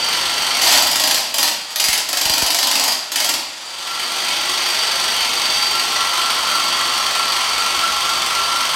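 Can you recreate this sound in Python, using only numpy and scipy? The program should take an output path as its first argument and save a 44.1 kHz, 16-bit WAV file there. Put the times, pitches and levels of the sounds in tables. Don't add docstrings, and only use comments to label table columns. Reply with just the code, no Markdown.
import sys
import numpy as np
from scipy import signal
from scipy.fft import rfft, irfft, next_fast_len
from scipy.io import wavfile
from scipy.ndimage import uniform_filter1d, minimum_filter1d

SR = 44100
rng = np.random.default_rng(int(sys.argv[2]) if len(sys.argv) > 2 else 0)


def waveform_to_disk(signal):
    frames = np.transpose(np.atleast_2d(signal))
    scaled = np.clip(frames, -1, 1) * 32767
    samples = np.round(scaled).astype(np.int16)
    wavfile.write(sys.argv[1], SR, samples)


N = 385875
TIME = np.arange(N) / SR
SIZE = next_fast_len(N + SR)
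HZ = np.maximum(np.arange(SIZE // 2 + 1) * SR / SIZE, 1)


# t/s, strokes per second/Hz
STROKE_RATE = [(0.0, 23.72), (0.6, 23.62), (4.1, 24.02), (8.75, 23.19)]


def crank():
    turns = np.cumsum(curve(STROKE_RATE)) / SR
    strokes = TIME[1:][np.diff(np.floor(turns)) > 0]
    return turns, strokes


# first blow t/s, last blow t/s, lengthening of each stroke/s,
# relative crack level/dB, relative knock level/dB
BURSTS = [(0.618, 1.176, -0.0018, -15, -29), (1.341, 1.477, 0.0037, -11.5, -28),
          (1.758, 1.976, 0.0016, -13.3, -30.5), (2.088, 2.921, 0.00002, -15.5, -29.5),
          (3.118, 3.338, 0.0019, -15, -29.5)]
SEATING_DB, SEATING_STROKES, EASING_DB, EASING_STROKES = -4, 0.34, -4.5, 0.36
CRACK_UNEVEN_DB, KNOCK_UNEVEN_DB = 0.05, 1.5


def blows():
    rows = []
    for first, last, slowing_s, crack_db, knock_db in BURSTS:
        rate = np.interp(first, *np.transpose(STROKE_RATE))
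        gaps = int(round((last - first) * rate))
        k = np.arange(gaps + 1)
        s = np.linspace(first, last, gaps + 1) - slowing_s * k * (gaps - k) / 2
        seating_db = SEATING_DB * np.exp(-k / SEATING_STROKES)
        easing_db = EASING_DB * np.exp((k - gaps) / EASING_STROKES)
        force_db = seating_db + easing_db
        chance = rng.standard_normal((len(k), 2))
        cracks_db = crack_db + force_db + CRACK_UNEVEN_DB * chance[:, 0]
        knocks_db = knock_db + force_db + KNOCK_UNEVEN_DB * chance[:, 1]
        rows.append(np.transpose([s, cracks_db, knocks_db]))
    return np.vstack(rows)


# start t/s, end t/s, relative level/dB
SPLITS = [(0.614, 0.782, -15), (0.842, 1.307, -33), (1.705, 1.713, -27.5)]
SPLIT_RISE_DB_PER_S, SPLIT_FALL_DB_PER_S = 4000, 430
# f/Hz, relative level/dB
CRACK_COLOUR = [(300, -39), (900, -16), (1500, -4.5), (2200, -3.5), (3200, 0), (4300, -1.5), (5700, 0),
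                (7000, -4), (8800, -9), (10500, -11), (13000, -10), (15500, -17.5)]
SLAB_COLOUR = [(30, -29), (60, -19), (110, -20.5), (200, -11), (300, -3), (430, -11.5), (620, 3), (1000, 4),
               (1250, -9.5), (2000, -30)]
# f/Hz, width/Hz, lift/dB
PRESSED_CHISEL = [(1313, 46, 7.5), (1890, 120, 4), (3110, 280, 3.5), (4290, 200, 3.5), (4630, 170, 5.5),
                  (7810, 240, 6), (9650, 280, 7.5), (11440, 180, 9.5)]
# f/Hz, width/Hz, relative level/dB
PRESSED_SHANK = [(4800, 100, -8.5), (4780, 32, -4), (4880, 16, -13), (7520, 49, -16)]


def biting(tails):
    s, steel_db, slab_db = blows().T
    crack = from_db(8) * decays(s, from_db(steel_db), t60=0.029, attack_s=0.0013)
    crack = crack * rng.standard_normal(N)
    crack = signal.lfilter([1, -.4], [1], crack)
    grit = from_db(3.0) * decays(s, from_db(steel_db), t60=0.086, attack_s=0.00059)
    grit = grit * grains(per_s=9000, spread_db=4)
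    crumble = swells(SPLITS, SPLIT_RISE_DB_PER_S, SPLIT_FALL_DB_PER_S) * grains(per_s=12000, spread_db=2.5)
    knock = from_db(8.5) * decays(s, from_db(slab_db), t60=0.081, attack_s=0.0043)
    knock = knock * rng.standard_normal(N)
    steel = in_room(body(crack + grit + crumble, CRACK_COLOUR, PRESSED_CHISEL), tails, wet_db=0.5)
    shank = in_room(ringing(crack + grit + 0.29 * crumble, PRESSED_SHANK), tails, wet_db=6.0)
    slab = in_room(body(knock + from_db(-11.5) * crumble, SLAB_COLOUR), tails, wet_db=3.0)
    return steel + from_db(-10.5) * shank + slab


def chatter(strokes, rebound_s, t60, loose_db, uneven_db):
    chance = rng.standard_normal((len(strokes), 4))
    hit_s = strokes + 0.0014 * chance[:, 0]
    hits = decays(hit_s, from_db(uneven_db * chance[:, 1]), t60, attack_s=0.0022)
    rebound_at = strokes + rebound_s + 0.0019 * chance[:, 2]
    rebounds = decays(rebound_at, from_db(-6.5 + uneven_db * chance[:, 3]), t60, attack_s=0.0019)
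    jitter = grains(per_s=1800, spread_db=2.5)
    jitter = signal.lfilter([.6], [1, -.4], jitter)
    return (hits + rebounds) * grains(per_s=8000, spread_db=2.5) + from_db(loose_db) * jitter


# t/s, relative level/dB
SHAKING = [(0.0, 0), (0.3, 0), (0.6, 1.5), (3.6, -14), (3.9, -5.5), (4.2, -0.95), (4.9, 0.56), (6.4, 0.03),
           (8.75, -0.5)]
# t/s, relative level/dB
CLANKS = [(0.569, 3), (4.5163, -6), (4.6399, -12), (4.6874, 0.5), (5.1415, -3), (5.3966, -1), (5.5232, -2),
          (5.5699, 0), (6.4992, -2), (6.9231, -5)]
# t/s, relative level/dB
BLADE_RINGS = [(3.92, -29.5), (4.13, -36), (4.36, -44), (5.75, -26.5), (5.99, -25.5), (6.23, -23.5),
               (6.52, -20.5), (7.19, -24.5), (7.61, -23), (7.84, -20.5), (8.09, -25), (8.36, -21.5),
               (8.54, -22)]
RING_RISE_DB_PER_S, RING_HOLD_S, RING_FALL_DB_PER_S = 246, 0.014, 104
# f/Hz, relative level/dB
RATTLE_COLOUR = [(500, -30), (1100, -6.5), (1600, -3.5), (2400, -1.5), (3300, 3.5), (3900, -1.5),
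                 (4500, 3.5), (5000, -3), (6000, -1.5), (7300, -10.5), (8700, -5), (10500, -15),
                 (11800, -11), (15500, -22.5)]
CART_COLOUR = [(30, -18), (50, -16), (100, -14.5), (170, -12), (330, -7.5), (480, -4), (680, 1), (900, 2.5),
               (1200, -8.5), (2000, -26)]
# f/Hz, width/Hz, lift/dB
LOOSE_CHISEL = [(1958, 36, 6.4), (2220, 54, 3.8), (3135, 37, 5.6), (7740, 110, 4.4), (8380, 90, 2.6)]
CART_FRAME = [(61, 4.9, 8), (202, 9.2, 2.7), (245, 7.5, 1.6), (357, 26, 4.7), (835, 17, 4.7)]
# f/Hz, width/Hz, relative level/dB
SHANK = [(4620, 17, -2.3), (4634, 12, 0.84)]
BLADE = [(1355, 9.4, 5.5)]
EDGE = [(1043, 57, -3), (1106, 13.6, 9.5), (1200, 210, -5), (1289, 35, 6)]
RATTLE_DB, CART_DB, SHANK_DB, BLADE_DB = -22.0, -32, -32.5, -36
CART_FOLLOWS = 1.2
SLAB_REACHED_S, SLAB_ONSET_S = 5.87, 0.12
EDGE_ON_RUBBLE_DB, EDGE_ON_SLAB_DB, BLADE_ON_SLAB_LIFT_DB = -36, -27.5, 4.5


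def riding(strokes, tails):
    shaking_db = curve(SHAKING)
    shake = chatter(strokes, rebound_s=0.02086, t60=0.054, loose_db=-9.5, uneven_db=1.5)
    clank_s, clank_db = np.transpose(CLANKS)
    clanks = from_db(-11.5) * decays(clank_s, from_db(clank_db), t60=.025) * rng.standard_normal(N)
    on_slab = np.clip((TIME - SLAB_REACHED_S) / SLAB_ONSET_S, 0, 1)

    rattle = from_db(RATTLE_DB + shaking_db) * evened(shake, window_s=0.305)
    bit = in_room(body(rattle + clanks, RATTLE_COLOUR, LOOSE_CHISEL), tails, wet_db=-0.4)

    cart = in_room(body(shake, CART_COLOUR, CART_FRAME), tails, wet_db=3)
    cart = from_db(CART_DB + CART_FOLLOWS * shaking_db) * evened(cart, window_s=0.071)

    shank = in_room(ringing(shake, SHANK), tails, wet_db=3.5)
    shank = from_db(SHANK_DB + shaking_db) * evened(shank, window_s=0.39)

    skips = [(at, at + RING_HOLD_S, db) for at, db in BLADE_RINGS]
    rings = swells(skips, RING_RISE_DB_PER_S, RING_FALL_DB_PER_S)
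    blade_db = BLADE_DB + BLADE_ON_SLAB_LIFT_DB * on_slab + shaking_db
    blade = in_room(ringing(shake, BLADE), tails, wet_db=-3.5)
    blade = np.hypot(from_db(blade_db), rings) * evened(blade, window_s=0.075)

    edge_db = EDGE_ON_RUBBLE_DB * (1 - on_slab) + EDGE_ON_SLAB_DB * on_slab
    edge = in_room(ringing(shake, EDGE), tails, wet_db=-0.5)
    edge = from_db(edge_db + shaking_db) * evened(edge, window_s=0.16)
    return lifted() * (bit + cart + shank + blade + edge)


def lifted():
    return np.interp(TIME, [.58, .8, 3.45, 3.85], [1, 0, 0, 1])


# f/Hz, relative level/dB
MOTOR_COLOUR = [(30, -22), (60, -23), (110, -29), (250, -11), (480, -7), (700, -1), (1300, -0.5),
                (1700, -5), (3300, 2), (4800, -3.5), (7000, -3.5), (9500, -9.5), (15500, -25)]
# f/stroke rate, relative level/dB
HUMS = [(2.66, -58.5), (5, -60.5), (7, -57), (9, -62), (11, -52.5)]
# t/s, level/dB
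HUM_LEVEL = [(1.1, 5), (1.6, -9), (3.6, -12), (4.3, -7), (6.5, 3.5), (8.5, 2.5)]
# f/stroke rate, relative level/dB
WHINE = [(194, -6), (195, 1.5), (196, -8.5)]
# t/s, level/dB
WHINE_LEVEL = [(0.05, -22.5), (0.28, -33.5), (0.5, -29), (4.0, -33), (4.7, -28), (5.35, -28), (5.65, -21),
               (5.9, -33), (7.0, -29.5), (8.75, -38)]


def motor(turns, tails, waver_db=2.5, waver_cycles=0.12):
    throb = 1 + 0.52 * np.cos(2 * np.pi * turns)
    rush = grains(per_s=5000, spread_db=2.0) * throb
    gears = in_room(body(rush, MOTOR_COLOUR, [(1340, 40, 3.7), (4740, 150, 12.0)]), tails, wet_db=2.5)
    hum = sum(from_db(db) * np.sin(2 * np.pi * (order * turns + rng.random())) for order, db in HUMS)
    whine = np.zeros(N)
    for order, db in WHINE:
        gain = from_db(db + waver_db * drift(per_s=3.2))
        cycles = round(order) * turns + waver_cycles * drift(per_s=3.2)
        whine += gain * np.sin(2 * np.pi * cycles)
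    whine_db = curve(WHINE_LEVEL) + curve(SHAKING)
    whine = lifted() * from_db(whine_db) * rms_one(whine)
    return from_db(-34) * gears + from_db(curve(HUM_LEVEL)) * hum + whine


# t/s, nominal peak level/dB
THUMPS = [(1.886, -25), (2.256, -25), (2.298, -23), (2.424, -19.5)]


def thumps(start_hz=720, end_hz=45, fall_s=0.0025, t60=0.075):
    out = np.zeros(N)
    for s, peak_db in THUMPS:
        age = np.maximum(TIME - s, 0)
        cycles = end_hz * age + (start_hz - end_hz) * fall_s * (1 - np.exp(-age / fall_s))
        swing = np.minimum(age / .001, 1) * from_db(-60 * np.minimum(age / t60, 3))
        out += from_db(peak_db) * swing * np.sin(2 * np.pi * cycles)
    return out


# start t/s, end t/s, level/dB
SHOVES = [(0.76, 0.838, -47), (7.7, 8.75, -53.5)]
SHOVE_RISE_DB_PER_S, SHOVE_FALL_DB_PER_S, RUMBLE_HZ, RUMBLE_WIDTH_HZ = 150, 120, 56, 28


def wheels():
    rumble = through(rng.standard_normal(N), resonance(RUMBLE_HZ, RUMBLE_WIDTH_HZ))
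    return swells(SHOVES, SHOVE_RISE_DB_PER_S, SHOVE_FALL_DB_PER_S) * rumble


# f/Hz, t60/s
ROOM_T60 = [(100, 1), (500, 0.67), (2000, 0.77), (5000, 0.68), (10000, 0.48), (16000, 0.34)]


def room_tails(first_echo_s=.004, count=17):
    t, tails = TIME[:SR // 2], 0
    edges = np.geomspace(30, 17000, 12)
    for low, high in zip(edges, edges[1:]):
        band_pass = signal.butter(2, [low, high], "band", fs=SR, output="sos")
        band = signal.sosfilt(band_pass, rng.standard_normal((count, len(t))))
        tails = tails + band * from_db(-60 * t / at_hz(ROOM_T60, np.sqrt(low * high)))
    tails = tails * (t > first_echo_s)
    return tails / np.sqrt(np.sum(tails ** 2, axis=1, keepdims=True))


def in_room(x, tails, wet_db, size=6144):
    echoes, wet, lead = np.zeros(N + 2 * SR), from_db(wet_db), 2 * size
    running = np.pad(x, (lead, 0), "reflect")
    span = next_fast_len(size + tails.shape[1])
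    spots = rfft(tails, span)
    for k, i in enumerate(range(0, len(running), size // 2)):
        piece = running[i:i + size]
        piece = piece * np.sin(np.pi * np.arange(len(piece)) / size)
        echoes[i:i + span] += irfft(rfft(piece, span) * spots[k % len(spots)], span)
    return (x + wet * echoes[lead:lead + N]) / np.sqrt(1 + wet ** 2)


def body(x, colour, modes=()):
    ends = (1 + (colour[0][0] / HZ) ** 2) * (1 + (HZ / colour[-1][0] / 2) ** 4)
    response = from_db(at_hz(colour, HZ)) / ends
    for hz, width, lift_db in modes:
        response = response * (1 + (from_db(lift_db) - 1) * resonance(hz, width))
    return through(x, response)


def ringing(x, modes):
    response = 0
    for k, (hz, width, db) in enumerate(modes):
        response = response + from_db(db) * resonance(hz, width) * (-1) ** k
    return through(x, response)


def resonance(hz, width):
    return 1 / (1 + 1j * (HZ ** 2 - hz ** 2) / (HZ * width))


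def through(x, response):
    power = np.mean(abs(response) ** 2)
    return irfft(rfft(x, SIZE) * response / np.sqrt(power), SIZE)[:N]


def grains(per_s, spread_db):
    sizes = from_db(spread_db * np.clip(rng.standard_normal(N), -2, 2)) * rng.choice([-1, 1], N)
    return rms_one(sizes * (rng.random(N) < per_s / SR))


def decays(times, gains, t60, attack_s=0.00088):
    kicks = np.zeros(N)
    samples = np.clip((np.asarray(times) * SR).astype(int), 0, N - 1)
    np.add.at(kicks, samples, np.square(gains))
    power = signal.lfilter([1], [1, -from_db(-60 / (t60 * SR)) ** 2], kicks + 1e-18)
    lag = np.exp(-1 / (attack_s * SR))
    return np.sqrt(signal.lfilter([1 - lag], [1, -lag], power))


def swells(rows, rise_db_per_s, fall_db_per_s):
    total = np.zeros(N)
    for start, end, db in rows:
        below_db = rise_db_per_s * np.maximum(start - TIME, 0) + fall_db_per_s * np.maximum(TIME - end, 0)
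        total += from_db(db - np.minimum(below_db, 120))
    return total


def drift(per_s):
    knots = rng.standard_normal(int(N / SR * 40) + 400)
    r = np.exp(-2 * np.pi * per_s / 40)
    slow = rms_one(signal.lfilter([1], [1, -2 * r, r * r], knots)[300:])
    return np.interp(TIME * 40, np.arange(len(slow)), slow)


def evened(x, window_s):
    return x / np.sqrt(np.maximum(uniform_filter1d(x ** 2, int(window_s * SR)), 1e-12))


def rms_one(x):
    return x / np.sqrt(np.mean(x ** 2) + 1e-20)


def from_db(db):
    return 10 ** (np.asarray(db) / 20)


def curve(rows):
    return np.interp(TIME, *np.transpose(rows))


def at_hz(points, hz):
    freqs, values = np.transpose(points)
    return np.interp(np.log(hz), np.log(freqs), values)


def scene():
    turns, strokes = crank()
    tails = room_tails()
    mono = biting(tails) + riding(strokes, tails) + motor(turns, tails) + thumps() + wheels()
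    return np.array([mono, mono])


def record(dry, ceiling_db=1.0, release_db_per_s=120, cutoff_hz=15900):
    over = np.maximum(20 * np.log10(abs(dry[0]) + 1e-9) - ceiling_db, 0)
    held = np.maximum.accumulate(over + release_db_per_s * TIME) - release_db_per_s * TIME
    gain_db = uniform_filter1d(minimum_filter1d(-held, size=65), size=65)
    cut = signal.ellip(12, .1, 90, cutoff_hz, fs=SR, output="sos")
    return signal.sosfilt(cut, dry * from_db(gain_db))


dry = scene()
out = record(dry)
waveform_to_disk(out)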